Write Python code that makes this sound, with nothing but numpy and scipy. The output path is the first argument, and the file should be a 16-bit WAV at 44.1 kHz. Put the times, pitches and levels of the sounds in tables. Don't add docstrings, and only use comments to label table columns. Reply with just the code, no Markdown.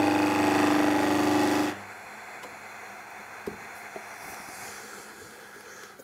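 import sys
import numpy as np
from scipy import signal
from scipy.fft import rfft, irfft, next_fast_len
from scipy.io import wavfile
from scipy.ndimage import uniform_filter1d, map_coordinates

SR = 44100
rng = np.random.default_rng(int(sys.argv[2]) if len(sys.argv) > 2 else 0)


def to_wav(sig):
    pcm = np.clip(np.atleast_2d(sig), -1, 1) * 32767
    pcm = np.round(pcm).astype(np.int16)
    wavfile.write(sys.argv[1], SR, pcm.T)


def invert_db(x):
    u = np.asarray(x, float) / 20
    return 10 ** u


N = 265923
TIME = np.arange(N) / SR
LIFT_OFF_S = 1.7


def unit(x):
    return x / np.sqrt(np.mean(x ** 2) + 1e-20)


def along(points, hz):
    f, v = np.transpose(points)
    return np.interp(np.log(hz + 1), np.log(f + 1), v)


def curves(rows):
    s, *cols = np.transpose(rows)
    return [np.interp(TIME, s, c) for c in cols]


def swells(rows):
    bells = []
    for s, rise, fall, db, *_ in rows:
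        bells.append(invert_db(db) * np.exp(-((TIME - s) / np.where(TIME < s, rise, fall)) ** 2))
    return np.array(bells)


def wobble(rate):
    return map_coordinates(rng.standard_normal(int(N * rate / SR) + 4), [TIME * rate])


def filtered(x, response):
    m = next_fast_len(len(x) + 8192)
    return irfft(rfft(x, m) * response(np.fft.rfftfreq(m, 1 / SR)), m)[:len(x)]


def resonant(modes, hz):
    total = 0
    for k, (c, w, db) in enumerate(modes):
        total = total + (-1) ** k * invert_db(db) * 1j * hz * w / (c * c - hz * hz + 1j * hz * w)
    return total


def lifted(modes, hz):
    return invert_db(sum(db / (1 + (2 * (hz - c) / w) ** 2) for c, w, db in modes))


def patchy(depth_db):
    z = signal.stft(rng.standard_normal(N + 512), nperseg=512)[2]
    field = uniform_filter1d(rng.standard_normal(z.shape), size=5, axis=0)
    field = uniform_filter1d(field, size=10, axis=1)
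    return signal.istft(z * invert_db(depth_db * unit(field)), nperseg=512)[1][:N]


def shop(x):
    # f/Hz, t60/s
    room_decay = [(100, .5), (300, .13), (780, .3), (1200, .12), (10000, .22)]
    hz, t, z = signal.stft(rng.standard_normal(SR // 2), SR, nperseg=256)
    tail = signal.istft(z * invert_db(-60 * t / along(room_decay, hz)[:, None]), SR, nperseg=256)[1]
    return signal.fftconvolve(np.pad(x, (300, 0)), tail / np.linalg.norm(tail))[:N]


def blower():
    # t/s, raised 0-1
    raising = [(0, 0), (4.55, 0.01), (4.85, 0.84), (5.05, 0.67), (5.3, 0.8), (5.6, 0.83), (6.1, 0.8)]
    # t/s, speed 0-1
    run_down = [(0, 1), (5.86, 1), (5.93, 0.98), (6.03, 0.91)]
    # f/Hz, level/dB per Hz
    sealed_colour = [(180, -49), (300, -13.5), (544, -5.5), (581, -10.5), (709, 2.5), (1160, -6),
                     (2110, -6), (2570, -13.5), (3080, -27), (3460, -17.5), (3890, -33), (4220, -18.5),
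                     (5060, -25.5), (6280, -23), (15600, -30)]
    # f/Hz, level/dB per Hz
    raised_colour = [(180, -50), (300, -17), (397, -3.5), (509, -6), (601, -19), (795, -9), (1140, -16),
                     (1440, -6), (2140, -16.5), (2450, -16), (4510, -23), (13200, -29), (15600, -33)]
    # f/Hz, width/Hz, lift/dB
    duct = [(470, 16, 4.5), (1530, 420, 5.5), (2220, 85, 4), (2480, 340, 7), (3550, 94, 7),
            (4110, 230, 10.5), (5690, 230, 6.5), (6230, 110, 5), (6780, 280, 8), (7420, 220, 8),
            (9500, 300, 1), (10660, 620, 4.5)]
    # f/Hz, width/Hz, lift/dB
    mouth = [(410, 91, -2.5), (1300, 170, 3), (1650, 78, 6.5), (2820, 290, -9.5), (3460, 60, 4),
             (3810, 180, -15), (4100, 290, 5), (4460, 140, 6.5)]
    # f/Hz, rms level/dB, change when raised/dB
    rotor = [(101.4, -66.5, -6.5), (207, -62.5, 7.5), (415, -66.5, -17), (2066, -56.5, -5.5)]
    # f/Hz, level/dB per Hz
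    rumble_colour = [(15, -69), (45, -12), (97, -6), (136, -5), (199, -8), (240, -2.5), (270, -6),
                     (400, -1), (520, -22), (880, -120)]
    # peak t/s, rise/s, fall/s, level/dB
    pushes = [
        (4.27, 0.3, 0.16, -60.5),
        (4.68, 0.085, 0.34, -52),
    ]
    # peak t/s, rise/s, fall/s, level/dB
    handling = [
        (2.05, 0.21, 0.13, -81),
        (2.45, 0.17, 0.13, -73.5),
        (3.6, 0.1, 0.13, -69),
        (4.28, 0.046, 0.049, -61),
        (4.6, 0.14, 0.13, -70),
        (5.22, 0.1, 0.076, -67),
    ]
    (lift,), (speed,) = curves(raising), curves(run_down)
    flow = invert_db(-45.5 - 5 * lift - 72 * (1 - speed)) + swells(pushes).sum(axis=0)
    shaking = invert_db(-69) + swells(handling).sum(axis=0)
    sealed = unit(filtered(patchy(0.35), lambda hz: invert_db(along(sealed_colour, hz)) * lifted(duct, hz)))
    raised = unit(filtered(patchy(1.6), lambda hz: invert_db(along(raised_colour, hz)) * lifted(mouth, hz)))
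    air = invert_db(2.5) * (np.cos(lift * np.pi / 2) * sealed + np.sin(lift * np.pi / 2) * raised)
    for hz, db, change_db in rotor:
        level = invert_db(db + 47 + change_db * lift + 3.0 * wobble(25))
        air = air + level * np.sin(2 * np.pi * hz * TIME + 1.34 * wobble(14))
    air = map_coordinates(air, [np.cumsum(speed) - 1], mode="nearest")
    flutter_db = .5 * wobble(8) + .5 * wobble(20)
    rumble = filtered(patchy(1.0), lambda hz: invert_db(along(rumble_colour, hz)))
    rumble = unit(invert_db(0.57 * wobble(10.0)) * rumble)
    hz, t, z = signal.stft(air, SR, nperseg=512)
    slide = np.interp(t, TIME, 1.65 * wobble(1.27))
    depth_db = 2.4 * np.clip(hz[:, None] / 5000 - .6, 0, 1)
    z = z * invert_db(depth_db * np.cos(hz[:, None] / 480 + slide))
    air = signal.istft(z, SR, nperseg=512)[1][:N]
    return flow * invert_db(flutter_db) * air + invert_db(9.0) * shaking * rumble


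def seal():
    # peak t/s, rise/s, fall/s, level/dB, centre f/Hz, half width/Hz
    puffs = [
        (4.38, 0.38, 0.24, -56, 5830, 380),
        (4.66, 0.13, .14, -55, 6940, 450),
        (4.72, .15, 0.17, -57.5, 5800, 500),
        (4.58, .1, .08, -58, 11000, 400),
        (4.68, 0.13, .1, -59, 4700, 230),
        (5.0, .15, .06, -58.5, 7300, 480),
        (4.95, .15, .1, -63, 6200, 450),
        (5.25, .2, 0.13, -59, 6900, 600),
        (5.82, 0.23, 0.081, -54.5, 6200, 820),
        (6.0, 0.0074, .01, -55, 6660, 1000),
    ]
    hz, t, z = signal.stft(patchy(2.1), SR, nperseg=512)
    gains = 0
    for swell, (*_, centre, half_width) in zip(swells(puffs), puffs):
        bump = 1 / (1 + ((hz[:, None] - centre) / half_width) ** 2)
        gains = gains + np.interp(t, TIME, swell) * np.sqrt(SR / np.pi / half_width) * bump
    return signal.istft(z * gains, SR, nperseg=512)[1][:N]


def cloth():
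    # peak t/s, rise/s, fall/s, level/dB, fine weave/dB
    rubs = [
        (3.755, .006, 0.077, -55, 0),
        (4.11, 0.19, 0.11, -60, -10),
        (4.29, 0.077, 0.072, -53.5, 3),
        (4.6, 0.21, 0.15, -51, -6),
        (5.0, 0.59, 0.11, -53.5, -17),
        (5.23, 0.1, 0.14, -56.5, -12),
        (5.61, 0.18, .06, -61, -10),
        (5.84, .04, .03, -71, -2),
        (6.0, 0.02, 0.042, -61.5, 8),
    ]
    # f/Hz, level/dB per Hz
    coarse_weave = [(2500, -31), (4000, -12), (4700, 1), (6700, -4), (8100, -1.5), (10600, 1.5),
                    (13000, -14), (15700, -26)]
    # f/Hz, level/dB per Hz
    fine_weave = [(7000, -47), (11000, -10), (13000, -3), (15700, -5)]
    strokes = swells(rubs)
    grains = patchy(2.5) * invert_db(0.83 * wobble(500) + 0.69 * wobble(30))
    coarse = unit(filtered(grains, lambda hz: invert_db(along(coarse_weave, hz))))
    fine = unit(filtered(grains, lambda hz: invert_db(along(fine_weave, hz))))
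    fine_share = invert_db([row[-1] for row in rubs]) @ strokes
    return invert_db(-0.8) * (strokes.sum(axis=0) * coarse + fine_share * fine)


def knocks():
    # t/s, peak level/dB, f/Hz, t60/s, thump/dB
    blows = [(2.436, -34, 1000, 0.037, -62), (2.433, -40, 383, .04, -62), (2.444, -37.5, 500, 0.065, -62),
             (2.458, -44, 486, .06, -64), (2.446, -41, 1010, 0.033, -62), (3.193, -48.5, 192, 0.058, -51),
             (3.474, -20, 405, 0.039, -31), (3.4746, -34, 232, 0.072, -50), (3.4685, -38, 990, .03, -62),
             (3.486, -35, 336, 0.049, -50), (3.503, -38, 375, .05, -42), (3.514, -36, 176, 0.05, -46),
             (3.524, -42, 440, 0.081, -60), (3.54, -42, 205, .08, -54), (3.959, -29, 655, 0.045, -44),
             (3.959, -35, 398, 0.074, -60), (4.25, -46, 345, 0.06, -34), (4.29, -51, 330, 0.05, -38),
             (4.275, -41, 766, .04, -62), (4.399, -39, 211, 0.034, -54), (4.487, -32, 262, 0.016, -58),
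             (4.575, -56, 380, 0.029, -38), (4.681, -39.5, 410, 0.039, -36), (4.83, -48, 470, 0.15, -62),
             (4.93, -43, 405, 0.064, -60), (4.999, -44, 207, 0.06, -57), (5.216, -37, 442, 0.043, -39),
             (5.56, -40, 410, 0.067, -49), (5.66, -40, 447, 0.031, -62), (5.72, -45, 483, 0.044, -64),
             (5.835, -36, 410, 0.038, -56), (5.991, -37, 503.4, 0.025, -48), (5.998, -31, 483, 0.025, -46)]
    # t/s, peak level/dB, body/dB, t60/s
    ticks = [(2.4305, -45, 6, 0.02), (2.4346, -53, 29, 0.002), (2.438, -63.5, 27.5, 0.028),
             (3.1044, -31, -20, .0025), (3.4645, -44, -1, 0.053), (3.79, -48, 1, 0.0092),
             (3.9595, -52, 14, .006), (4.3444, -36.5, 4.5, 0.0057), (4.681, -41, 4, 0.011),
             (5.309, -42, 4, 0.0058), (5.559, -42, -2, .012), (5.6085, -39, 2, 0.0088),
             (5.8341, -46, 10, 0.018), (5.9958, -45, -11, .02)]
    # (f/Hz, width/Hz, level/dB)
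    set_down = (3.4675, -25, 0.014, [(4800, 200, 0), (7900, 200, -2), (8600, 270, -2), (11600, 300, -4),
                (12800, 120, 2)])
    out, t = np.zeros(N + SR), TIME[:SR // 4]
    for s, db, hz, t60, thump_db in blows:
        ring = np.sin(2 * np.pi * hz * t)
        ring = ring + 0.16 * np.sin(2 * np.pi * hz * 0.84 * t) + 0.39 * np.sin(2 * np.pi * hz * 0.57 * t)
        thump = invert_db(thump_db - 60 * t / 0.061) * np.sin(2 * np.pi * 85 * t) * (1 - np.exp(-t / 0.012))
        envelope = invert_db(db + 4.5 - 60 * t / t60) * (1 - np.exp(-t / 0.0021))
        out[round(s * SR):][:len(t)] += envelope * ring + thump
    for s, db, body_db, t60 in ticks:
        envelope = invert_db(db - 60 * t / t60) * (1 - np.exp(-t / 0.0002))
        burst = rng.standard_normal((2, len(t))) * envelope
        crack = filtered(burst[0], lambda hz: resonant([(11000, 11000, -1.7)], hz))
        body = filtered(burst[1], lambda hz: resonant([(1560, 1360, body_db + 11.5)], hz))
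        out[round(s * SR):][:len(t)] += crack + body
    s, db, t60, modes = set_down
    contact = rng.standard_normal(len(t)) * invert_db(db - 60 * t / t60)
    out[round(s * SR):][:len(t)] += filtered(contact, lambda hz: resonant(modes, hz))
    return out[:N]


def strikes(turn, column, rise, fall, between_db):
    # place on the turn 0-1, chatter/dB, shaving/dB
    corners = [(.985, 5.5, .5), (.243, -5, 0), (.495, 2, -.5), (.745, 0, .5)]
    force = invert_db(between_db)
    for corner in corners:
        since = (turn - corner[0]) % 1
        force = force + invert_db(corner[column]) * (1 - np.exp(-since / rise)) * np.exp(-since / fall)
    return force


def surface(turn, memory):
    grain = rng.standard_normal((64, 1770))
    grain = signal.lfilter([1], [1, -np.clip(memory, 0, .97)], grain, axis=0)
    return unit(grain[(16 + turn.astype(int)) % 64, (turn % 1 * 1770).astype(int)])


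def shaft_orders(turn):
    answer = [(3.5, .6), (5, .36), (7, .68), (8.5, .28), (9.5, .35), (10.5, -.12), (12.5, .03), (13.5, .36),
              (14.5, .16), (15.5, .68), (17, 1.12), (20.5, .85), (26, 1.05), (29, 1.3), (33, 1.55)]
    # level/dB, change as the edge travels/dB per s
    flexing = [(-31, 2), (-17, -2), (-22, 3), (-37, 5), (-29, 0), (-19, 2), (-15, 2), (-23, 0), (-15, 1),
               (0, 1), (-10, 0), (-12, 2), (-14, 4), (-12, 0), (-23, 0), (-30, 0), (-19, 2), (-16, -6),
               (-19, 3), (-18, 10), (-15, -4), (-20, -10), (-17, 6), (-23, -4), (-16, -3), (-19, -1),
               (-19, 3), (-21, 2), (-14, -3), (-12, -4), (-18, 3), (-8, -1)]
    lag = np.cumsum(np.interp(np.arange(40) - .5, *np.transpose(answer)))
    blank = 0
    for order, (db, travel_db) in enumerate(flexing, start=3):
        wander = (order / 28) ** 2
        phase = 2 * np.pi * (order * turn + .35 - lag[order] + lag[12])
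        phase = phase + .5 * wander ** 2 * rng.standard_normal() + (.1 + .65 * wander) * wobble(4)
        drift_db = travel_db * (np.minimum(TIME, LIFT_OFF_S) - .8)
        drift_db = drift_db + (1.1 + .5 * wander) * (wobble(5) + wobble(16))
        drift_db = drift_db + 1.8 * wander * np.cos(np.pi * turn)
        high_db = -3 * (order > 15)
        blank = blank + invert_db(db + drift_db + high_db) * np.cos(phase)
    idle = sum(np.cos(2 * np.pi * (k * turn + .35 - lag[k] + lag[12])) for k in (4, 8))
    return blank, idle


def slaps(turn):
    # place on the turn 0-1, level/dB, strongest t/s, lasting/s, edge/dB
    bounces = [
        (.033, 0, .65, .75, -6),
        (.1, -8, .6, .4, -2),
        (.247, -12, .7, .8, 6),
        (.385, -4, .35, .45, -10),
        (.47, -5, 1.45, .25, -6),
        (.593, -1, .95, .9, -4),
        (.74, -6, .9, .8, 5),
        (.84, -11, .6, .7, 3),
        (.935, -1, .58, .18, -6),
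        (.945, -6, 1.35, .4, -3),
    ]
    # f/Hz, width/Hz, level/dB
    slap_body = [(782, 340, 0), (1300, 350, -13)]
    # f/Hz, width/Hz, level/dB
    slap_edge = [(2100, 1360, 0)]
    dull, edge, contact = 0, 0, .25
    for place, db, s, lasting, edge_db in bounces:
        off = (turn - place + .003 * wobble(9) + .5) % 1 - .5
        size = invert_db(db + 1.5 * wobble(20)) * np.exp(-((TIME - s) / lasting) ** 2) * (TIME < LIFT_OFF_S)
        dull = dull - size * np.exp(-(off / .005) ** 2)
        edge = edge - invert_db(edge_db) * size * np.exp(-(off / .001) ** 2)
        contact = contact + size * np.exp(-((off - .015) / .03) ** 2)
    body = unit(filtered(dull, lambda hz: resonant(slap_body, hz) * hz / (hz + 400)))
    sharp = unit(filtered(edge, lambda hz: resonant(slap_edge, hz) ** 2))
    sound = np.sqrt(LIFT_OFF_S * SR / N) * (body + invert_db(-8.5) * sharp)
    return sound, np.gradient(edge), contact


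def chisel(turn, edges):
    # f/Hz, width/Hz, level/dB, change as the edge travels/dB per s
    steel = [(1677, 27, 6, 4), (1890, 42, 12, -5.5), (2538, 88, 9.5, -6), (3470, 140, -2, 5.5),
             (4550, 148, 6.5, -3), (4940, 76, 0.5, 2), (5550, 54, -3, 7), (5870, 71, -1, 1),
             (6740, 100, 3.5, 0), (7830, 120, 4, -1.5), (8440, 220, 3.5, 0.5), (11100, 230, -0.5, -0.5),
             (12900, 190, -0.5, 1), (14000, 230, -15, -5), (15200, 250, -12, 6)]
    grip_first = [(0, -2, 0, 3), (-1, -6, -1, 3), (-4, -3, -5, 5), (0, -4, -4, 4), (1, -6, 5, 2),
                  (0, -3, 5, 0), (0, -3, 3, -1), (0, -2, 3, -2), (0, -1, 0, 1), (4, 0, -2, 0),
                  (0, 0, -1, 1), (-4, 1, 1, 2), (-3, -3, 2, 3), (0, 0, 0, 2), (-3, -3, 5, 0)]
    grip_last = [(0, 3, 0, 0), (2, 0, -2, 0), (-7, -5, -5, 6), (3, -1, -1, 1), (3, 2, -3, 2), (-4, 0, 0, 4),
                 (-1, 1, -1, 2), (-1, 0, -1, 2), (-1, 1, -3, 2), (-3, 5, -2, 0), (0, 1, -3, 1),
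                 (-2, 1, 0, 0), (-2, 1, -1, 2), (-2, -1, 1, 1), (-6, -2, 7, -3)]
    bites = np.gradient(strikes(turn - .005, column=2, rise=0.0014, fall=0.04, between_db=-40))
    splinters = .5 * rng.standard_normal(N) + surface(turn, memory=.9)
    splinters = splinters * strikes(turn - .012, column=2, rise=.02, fall=.035, between_db=-22)
    travel = np.minimum(TIME, 2) - .8
    side = (4 * turn + .15).astype(int) % 4
    ring = 0
    for (hz, width, db, change_db), first, last in zip(steel, np.array(grip_first), np.array(grip_last)):
        grip_db = first[side] + (last - first)[side] * np.clip((TIME - .3) / 1.1, 0, 1)
        sway_db = .4 * wobble(4) + wobble(60)
        clicks = .8 * unit(bites) + .12 * unit(edges)
        blows = min(1.3, 4000 / hz) * clicks + unit(splinters)
        strength = invert_db(grip_db + change_db * travel + sway_db)
        ring = ring + filtered(strength * blows, lambda f: resonant([(hz, width, db)], f))
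    return unit(ring * (TIME < 2))


def lathe():
    # t/s, turns per s
    shaft = [(0, 25.09), (.3, 25.07), (.45, 24.92), (.6, 24.78), (.78, 24.9), (.9, 24.94), (6.1, 24.94)]
    # t/s, level/dB
    pressure = [(0, 1.5), (.2, 1.5), (.4, 2), (.6, 2), (.88, -2), (1.15, -1), (1.57, -1), (1.69, -10)]
    # t/s, level/dB
    rubbing = [(0, -12.5), (.4, -11), (.6, -4), (.9, -6), (1.3, -3.5), (1.7, -1)]
    # level/dB, share of pressure, change as the edge travels/dB per s, fade after lift-off/dB per s
    layers = [
        (-25, 0.54, 0.43, 322),
        (-26.5, 0.2, -3, 115),
        (-41, 0.51, 2.5, 385),
    ]
    # f/Hz, level/dB per Hz
    chatter_colour = [(50, -23), (240, -9), (400, -1), (443, -3), (485, -4.5), (821, -4), (1070, -5.5),
                      (1900, -9.5), (2350, -19), (2580, -11), (3870, -28.5), (4500, -42), (5850, -20.5),
                      (9900, -120)]
    # f/Hz, width/Hz, lift/dB
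    rest = [(950, 110, -2.5), (1194, 11, 6), (1380, 110, 2), (1800, 79, 5.5), (1927, 145, 4),
            (2460, 94, -3), (3505, 93, 13.5)]
    # f/Hz, level/dB per Hz
    shaving_colour = [(60, -48), (1470, 0), (2500, -3), (3900, -5.5), (4470, -6.5), (7250, -7),
                      (8570, -24.5), (9920, -13), (13000, -22), (15600, -35)]
    # peak t/s, rise/s, fall/s, level/dB
    free_spin = [
        (1.78, 0.089, 0.1, -49.5),
    ]
    (hand_db,), (rub_db,) = curves(pressure), curves(rubbing)
    levels = []
    for db, share, travel_db, fade_db in layers:
        travelled_db = travel_db * np.minimum(TIME, LIFT_OFF_S)
        faded_db = fade_db * np.maximum(TIME - LIFT_OFF_S, 0)
        levels.append(db + share * hand_db + travelled_db - faded_db)
    blank_db, chatter_db, shaving_db = levels
    turn = np.cumsum(curves(shaft)[0]) / SR
    blank, idle = shaft_orders(turn)
    slapping, edges, contact = slaps(turn)
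    rough = contact ** .25 * (surface(turn, memory=.9) + .3 * rng.standard_normal(N))
    rough = rough * strikes(turn, column=1, rise=0.018, fall=0.16, between_db=rub_db + 3.0)
    chatter = filtered(rough, lambda hz: invert_db(along(chatter_colour, hz)) * lifted(rest, hz))
    chips = patchy(1) + .35 * surface(turn, memory=.9)
    chips = chips * strikes(turn, column=2, rise=.025, fall=.11, between_db=rub_db - 1.5)
    shaving = unit(filtered(chips, lambda hz: invert_db(along(shaving_colour, hz))))
    shaving = shaving + invert_db(-3.0) * chisel(turn, edges)
    cutting = invert_db(blank_db + 0.4) * unit(blank)
    cutting = cutting + invert_db(chatter_db - 2.5) * unit(chatter)
    cutting = cutting + invert_db(shaving_db + 1.0) * unit(shaving)
    cutting = cutting + invert_db(-34 + 0.11 * hand_db) * slapping
    return cutting + swells(free_spin)[0] * idle


def scene():
    cut, hits = lathe(), knocks()
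    echo = shop(invert_db(-18.5) * cut + invert_db(-11) * hits)
    return (blower() + seal() + cloth() + hits + echo + cut)[None]


def top_cut(x):
    return signal.sosfilt(signal.butter(12, 15730, fs=SR, output="sos"), x)


def record(dry):
    # spacing/Hz, width/Hz, depth/dB
    hum_filter = [(600, 16, -10), (300, 14, -5)]

    def notches(hz):
        depth_db = 0
        for step, width, db in hum_filter:
            off = hz - step * np.maximum(np.round(hz / step), 1800 // step)
            depth_db = depth_db + db / (1 + (2 * off / width) ** 2)
        return invert_db(depth_db)

    def band(hz):
        return (1j * hz / (45 + 1j * hz)) ** 2 * (hz < 15760)

    mix = filtered(dry[0], lambda hz: notches(hz) * band(hz))[None]
    return top_cut(mix)


dry = scene()
out = record(dry)
to_wav(out)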